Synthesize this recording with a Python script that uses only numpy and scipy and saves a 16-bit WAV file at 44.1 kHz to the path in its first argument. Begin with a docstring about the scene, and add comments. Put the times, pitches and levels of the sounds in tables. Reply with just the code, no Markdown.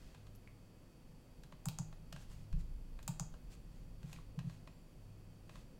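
"""Mouse and keys at a quiet desk

Two mouse clicks snap down and up, the switch spring ringing with lever and shell. Fingers tick on keys
and plastic, and the mouse slides with a gritty rub. Knocks travel through the desk into the microphone
stand, which booms and sways. Behind it all, a computer hums and whines faintly in a small room."""
import sys
import numpy as np
from scipy import signal
from scipy.fft import rfft, irfft
from scipy.io import wavfile

SR = 44100
rng = np.random.default_rng(int(sys.argv[2]) if len(sys.argv) > 2 else 0)


def master(y):
    """Save y as 16-bit WAV."""
    cut = np.clip(np.atleast_2d(y).T, -1, 1)
    pcm = np.round(cut * 32767)  # scale
    wavfile.write(sys.argv[1], SR, pcm.astype(np.int16))


N = 255599
TIME = np.arange(N) / SR

# light taps on keys and plastic: t/s, level/dB, brightness/(dB per octave)
KEY_TAPS = [(0.146, -63.5, -1), (0.267, -67, -0.5), (0.35, -76, 10), (1.434, -61, 2.6),
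            (1.522, -61.5, -4.5), (1.926, -64.5, -3), (2.125, -51, 1.8), (2.161, -56.5, 0),
            (2.526, -61.5, 0.5), (2.989, -62, -2.3), (3.027, -63, 6.5), (3.339, -65, -4), (3.551, -70.5, 2),
            (4.029, -65, 1), (4.128, -53.5, 2.6), (4.389, -55, 0.1), (4.496, -63, -0.5),
            (4.673, -60.5, -2.8), (5.493, -59.5, -1.8), (5.555, -59.5, -1.5)]
# mouse clicks: press t/s, gain/dB, bottoming-out t/s, gain/dB, release t/s, gain/dB, desk knock/dB
MOUSE_CLICKS = [(1.6561, -1.5, 1.685, -1, 1.7865, -2, -31.5), (3.0776, 0.5, 3.081, -5, 3.1965, 0.5, -33)]


def from_db(db):
    """Decibels to gain."""
    return 10 ** (np.asarray(db) / 20)


def rms_one(x):
    """Scale to unit rms."""
    return x / np.sqrt(np.mean(x ** 2) + 1e-30)


def at_level(hit, db):
    """Give a hit the energy of 5 ms of sound at this level."""
    return from_db(db) * hit * np.sqrt(.005 * SR / np.sum(hit ** 2))


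def in_time(rows):
    """Draw an automation curve through each column of timed breakpoints."""
    times, *columns = np.transpose(rows)
    return [np.interp(TIME, times, column) for column in columns]


def add(track, s, sound):
    """Mix a sound in from time s."""
    at = max(round(s * SR), 0)
    track[at:at + len(sound)] += sound[:N - at]


def dying(t, t60):
    """Envelope that loses 60 dB in t60 seconds."""
    return np.exp(-np.log(1000) * t / t60)


def mode(t, hz, t60):
    """A struck mode rings as a decaying sine."""
    return np.sin(2 * np.pi * hz * t) * dying(t, t60)


def band(x, low_hz, high_hz, order=2):
    """Causal band-pass."""
    sos = signal.butter(order, [low_hz, min(high_hz, .45 * SR)], "band", fs=SR, output="sos")
    return signal.sosfilt(sos, x + 1e-18)


def resonate(x, hz, width_hz):
    """One resonance with unity gain at its peak."""
    r = np.exp(-np.pi * width_hz / SR)
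    gain = (1 - r * r) / 2
    return signal.lfilter([gain, 0, -gain], [1, -2 * r * np.cos(2 * np.pi * hz / SR), r * r], x + 1e-18)


def body(x, modes):
    """Resonances in parallel, polarity alternating."""
    return sum((-1) ** k * from_db(db) * resonate(x, hz, width)
               for k, (hz, width, db) in enumerate(modes))


def coloured(spectrum):
    """Steady unit-rms noise shaped by an EQ curve: f/Hz, level/dB."""
    hz, db = np.transpose(spectrum)
    grid = np.maximum(np.fft.rfftfreq(N, 1 / SR), 1)
    eq = from_db(np.interp(np.log(grid), np.log(hz), db))
    return rms_one(irfft(rfft(rng.standard_normal(N)) * eq, N))


def tone(hz, waver):
    """A unit-rms tone whose phase wanders slowly."""
    walk = np.cumsum(rng.standard_normal(240))
    wander = np.interp(TIME, np.linspace(0, TIME[-1], len(walk)), walk)
    return np.sqrt(2) * np.sin(2 * np.pi * hz * TIME + waver * wander)


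def contact(smear_s, scatter=0.64, stages=5):
    """A sharp blow bounces around inside the plastic: all-passes smear it and keep its spectrum flat."""
    hit = signal.unit_impulse(4096)
    for share in (np.arange(stages) + rng.random(stages)) / stages:
        gap = np.zeros(int(share * smear_s * SR))
        hit = signal.lfilter(np.r_[-scatter, gap, 1], np.r_[1, gap, -scatter], hit)
    return hit


def room(x, echo_db, echo_s=.0088, wet_db=-7.5, build_s=0.0053):
    """A reflection off the desk, then a diffuse tail that dies sooner in the treble."""
    # room decay: f/Hz, t60/s
    decay = [(200, 0.55), (1000, 0.34), (3000, 0.41), (7000, 0.32), (15000, 0.19)]
    hz, t60 = np.transpose(decay)
    t, edges = TIME[:SR // 2], np.geomspace(150, 19000, 11)
    tail = np.zeros(len(t))
    for low, high in zip(edges, edges[1:]):
        band_t60 = np.interp(np.log(low * high) / 2, np.log(hz), t60)
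        tail += band(rng.standard_normal(len(t)), low, high) * dying(t, band_t60)
    tail *= 1 - dying(t, build_s)
    reverb = signal.fftconvolve(x, tail / np.sqrt(np.sum(tail ** 2)))[:N]
    echo = np.interp(TIME - echo_s, TIME, x)
    return x + from_db(wet_db) * reverb + from_db(echo_db) * echo


def air(level_db=-64.5):
    """A soft, dark bed of room tone."""
    # colour of the room air: f/Hz, relative level/dB
    spectrum = [(70, -17), (130, -1), (205, -1), (300, -5.5), (410, -12.5), (490, -8), (650, -14.5),
                (1000, -19), (1600, -24.5), (3000, -26.5), (4000, -32), (7000, -32), (11000, -34),
                (15800, -36.5)]
    return from_db(level_db) * coloured(spectrum)


def computer(hum_hz=103.5, fizz_db=-89):
    """The fan hum swells and dips under weaker tones, thin electronic whines and a narrow fizz."""
    # fan hum automation: t/s, level/dB
    hum_levels = [(0.0, -70), (0.06, -83), (0.21, -59.5), (1.0, -71), (1.16, -66), (1.45, -79),
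                  (1.81, -56.5), (1.98, -67), (2.55, -56), (2.99, -72.5), (4.52, -57), (4.86, -72.5),
                  (5.1, -56.5), (5.8, -69.5)]
    # fan tones: f/Hz, level/dB
    fan_tones = [(251, -76.5), (332, -83), (375, -82.5)]
    # electronic whines: f/Hz, level/dB
    whine_tones = [(2541, -88), (2740, -99), (3225, -92), (3618, -99), (4398, -94.5), (4495, -89),
                   (4592, -93), (4640, -92.5), (4791, -95), (4840, -97), (5082, -100), (5378, -95),
                   (5426, -98), (5814, -94.5), (6551, -100), (7526, -93), (8845, -100), (10115, -95)]
    hum = from_db(in_time(hum_levels)[0]) * tone(hum_hz, waver=0.14)
    fan = sum(from_db(db) * tone(hz, waver=0.602) for hz, db in fan_tones)
    whine = sum(from_db(db) * tone(hz, waver=0.792) for hz, db in whine_tones)
    fizz = rms_one(band(rng.standard_normal(N), 4380, 4920))
    return hum + fan + whine + from_db(fizz_db) * fizz


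def stand(rumble_gain_db=3.5, mean_boom_db=-65, boom_follows=0.53):
    """Bumps sway the microphone stand; the resting arm keeps it rumbling and the desk booming."""
    # heavy bumps: t/s, level/dB
    bumps = [(2.526, -28.5), (2.709, -39.5), (2.930, -49)]
    # modes of the stand: f/Hz, gain/dB, t60/s
    sway_modes = [(27.14, -1.5, 0.71), (31.8, 1, 0.19), (51.9, -4.5, 0.45)]
    # unrest of the arm on the desk: t/s, relative level/dB
    tremor = [(0.0, -58.5), (0.66, -67), (2.36, -56), (2.71, -55), (3.24, -55), (3.83, -56.5), (3.97, -57),
              (5.0, -63), (5.8, -60)]
    out = np.zeros(N)
    sway = sum(-from_db(db) * mode(TIME, hz, t60) for hz, db, t60 in sway_modes)
    attack = 1 - dying(TIME, 0.081)
    for s, db in bumps:
        add(out, s, from_db(db) * sway * attack)
    rumble = coloured([(8, -14.5), (20, -9.5), (27, -6.5), (40, -7.5), (54, -14.5), (75, -22),
                       (130, -24.5), (400, -68.5)])
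    boom = coloured([(60, -48), (115, -8), (155, 1.5), (200, -11.5), (260, -29.5), (700, -77)])
    unrest_db = in_time(tremor)[0]
    boom_db = mean_boom_db + boom_follows * (unrest_db - unrest_db.mean())
    return out + from_db(unrest_db + rumble_gain_db) * rumble + from_db(boom_db) * boom


def desk(lag_s=0.006, release_gain_db=-2, tap_gain_db=5, ring_db=-10, ring_lag_s=0.02894):
    """Clicks, taps and the hand knock the desk: close modes swell together and cancel; one rings on."""
    # the hand lands on the desk: t/s, peak level/dB
    thumps = [(2.531, -37), (2.568, -41), (4.036, -40), (4.373, -34), (4.44, -37.5), (4.463, -37)]
    presses = [(s, db) for s, *_, db in MOUSE_CLICKS]
    releases = [(s, db + release_gain_db) for *_, s, _, db in MOUSE_CLICKS]
    touches = [(s, db + tap_gain_db) for s, db, _ in KEY_TAPS]
    knocks = [(s + lag_s, db) for s, db in presses + releases + touches]
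    out, t = np.zeros(N), TIME[:SR // 2]
    swell = band(signal.unit_impulse(len(t)), 120, 180, order=4)
    ring = mode(t, hz=155, t60=0.36) * (1 - dying(t, 0.054))
    for s, db in knocks + thumps:
        add(out, s, from_db(db) * swell / np.abs(swell).max())
        add(out, s + ring_lag_s, from_db(db + ring_db) * ring)
    return out


def squeak(jitter_hz=40):
    """A very faint, unsteady whistle arches up and down."""
    # path of the squeak: t/s, f/Hz, level/dB
    glide = [(4.67, 7050, -92), (4.70, 7300, -83), (4.77, 7500, -84), (4.84, 7100, -87), (4.93, 6650, -90)]
    hz, db = in_time(glide)
    hz += jitter_hz * coloured([(10, 0), (100, 0), (400, -30), (1000, -70)])
    gate = (TIME > glide[0][0]) & (TIME < glide[-1][0])
    return from_db(db) * gate * np.sin(2 * np.pi * np.cumsum(hz) / SR)


def slides(gain_db=-5, grit_db=2.5, even_mix_s=0.038, hiss_db_per_halving=1.5):
    """Friction noise, roughened by stick and slip, swells with each stroke; quick strokes hiss more."""
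    # strokes of mouse and hand: centre t/s, half length/s, relative level/dB
    strokes = [(0.01, 0.15, -69), (2.215, 0.023, -65.5), (2.32, 0.022, -66.5), (2.406, 0.039, -73.5),
               (2.603, 0.012, -68.5), (3.528, 0.015, -64.5), (3.755, 0.053, -76), (4.124, 0.055, -65.5),
               (4.517, 0.048, -69.5), (5.56, 0.056, -68.5)]
    rub = coloured([(200, -27), (700, 6.5), (2500, 3.5), (5000, -1.5), (12000, -26)])
    hiss = coloured([(1000, -4), (4000, 2), (7500, 4), (11000, -4.5), (16000, -10)])
    grit = from_db(grit_db * rms_one(band(rng.standard_normal(N), 30, 400)))
    out = np.zeros(N)
    for s, half_s, db in strokes:
        swell = np.exp(-((TIME - s) / half_s) ** 2 / 2)
        hiss_db = hiss_db_per_halving * np.log2(even_mix_s / half_s)
        out += from_db(db + gain_db) * swell * (rub + from_db(hiss_db) * hiss)
    return grit * out


def tap_pings(cycles=24):
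    """Tapped plastic rings briefly at one pitch."""
    # pings of the tapped plastic: t/s, f/Hz, level/dB
    pings = [(0.359, 12600, -67), (0.475, 2240, -58.5), (2.127, 610, -59), (4.163, 2330, -62),
             (4.187, 1120, -59), (4.354, 470, -59), (4.390, 1060, -58)]
    out, t = np.zeros(N), TIME[:SR // 10]
    for s, hz, db in pings:
        add(out, s, at_level(mode(t, hz, t60=cycles / hz), db))
    return out


def taps(smear_s=.0011, ring_share=0.35, uneven_db=1.1, pivot_hz=2850):
    """Each fingertip tick has its own brightness and strikes the modes of the plastic unevenly."""
    # colour of the contact noise: low f/Hz, high f/Hz, gain/dB
    contact_bands = [(587, 1770, -2.5), (1720, 4300, -3.5), (4500, 8460, -7), (8900, 14000, -16)]
    # modes of the tapped plastic: f/Hz, gain/dB, t60/s
    key_modes = [(628, -6, 0.054), (1102, -8, 0.023), (1617, -6, 0.018), (2580, -12, 0.018),
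                 (4150, -10, 0.0091)]
    out, t = np.zeros(N), TIME[:SR // 10]
    for s, db, tilt_db in KEY_TAPS:
        for low, high, colour_db in contact_bands:
            hit = band(contact(smear_s), low, high, order=3)
            hz = low * (high / low) ** rng.uniform(.25, .75)
            ring = rms_one(resonate(hit, hz, hz / 10))
            octaves = np.log2(np.sqrt(low * high) / pivot_hz)
            add(out, s, at_level(rms_one(hit) + ring_share * ring, db + colour_db + tilt_db * octaves))
        for hz, mode_db, t60 in key_modes:
            octaves = np.log2(hz / pivot_hz)
            strength_db = db + mode_db + tilt_db * octaves + uneven_db * rng.standard_normal()
            onset_s = s + smear_s * (1 + rng.random())
            add(out, onset_s, at_level(mode(t, hz, t60), strength_db))
    return out


def snap(shell_db, lever_db, spring_db, spring_hz, crack_db):
    """The switch spring snaps over and rings together with the lever and the hollow mouse shell."""
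    # shell, lever and top-end crack resonances, each: f/Hz, width/Hz, gain/dB
    shell_modes = [(617, 42, 5.5), (822, 94, 8.5), (902, 234, 5.5), (1280, 400, 1)]
    lever_modes = [(2530, 370, 8.7), (3290, 87, 11.7), (3780, 280, 9.8), (4570, 960, 7.7)]
    crack_modes = [(8540, 1600, -0.22), (12500, 1600, -2.4), (14700, 1300, 0.5)]
    # lingering modes of the shell: f/Hz, gain/dB, t60/s
    ring_modes = [(830, 0, 0.11), (901, 1.5, 0.24), (2515, 2.5, 0.086), (4930, -6, 0.28)]
    hit = contact(smear_s=0.0004)
    spring_main = resonate(resonate(hit, spring_hz, width_hz=1800), spring_hz, width_hz=1800)
    spring_low = resonate(hit, 5230, width_hz=400)
    spring = at_level(rms_one(spring_main) + from_db(-14.5) * rms_one(spring_low), spring_db)
    shell = at_level(band(body(hit, shell_modes), 550, 2500), shell_db)
    lever = at_level(band(body(hit, lever_modes), 2040, 7900), lever_db)
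    crack = at_level(body(hit, crack_modes), crack_db)
    ring = sum(from_db(db) * mode(TIME[:SR // 3], hz, t60) for hz, db, t60 in ring_modes)
    out = from_db(shell_db - 17) * ring
    add(out, 0, shell + lever + spring + crack)
    return out


def button(gain_db=1):
    """Each mouse click is three snaps: the press, the button bottoming out, and the release."""
    # voicing of each snap: shell/dB, lever/dB, spring/dB, spring f/Hz, crack/dB
    press = (-49, -58.5, -44.5, 7355, -52)
    bottom = (-53, -47, -59, 6400, -48.5)
    release = (-49.5, -56.5, -43, 6760, -59.5)
    out = np.zeros(N)
    for press_s, press_db, bottom_s, bottom_db, release_s, release_db, _ in MOUSE_CLICKS:
        add(out, press_s, from_db(press_db) * snap(*press))
        add(out, bottom_s, from_db(bottom_db) * snap(*bottom))
        add(out, release_s, from_db(release_db) * snap(*release))
    return from_db(gain_db) * out


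def scene():
    """Clicks and touches pass through the room; everything else reaches the microphone directly."""
    clicks = room(button(), echo_db=-12.5)
    touches = room(taps() + tap_pings() + slides(), echo_db=-12)
    return (clicks + touches + air() + squeak() + desk() + stand() + computer())[None]


def record(dry, cutoff_hz=16000):
    """A steep low-pass trims the very top."""
    return signal.sosfilt(signal.ellip(12, .1, 70, cutoff_hz, fs=SR, output="sos"), dry)


dry = scene()
out = record(dry)
master(out)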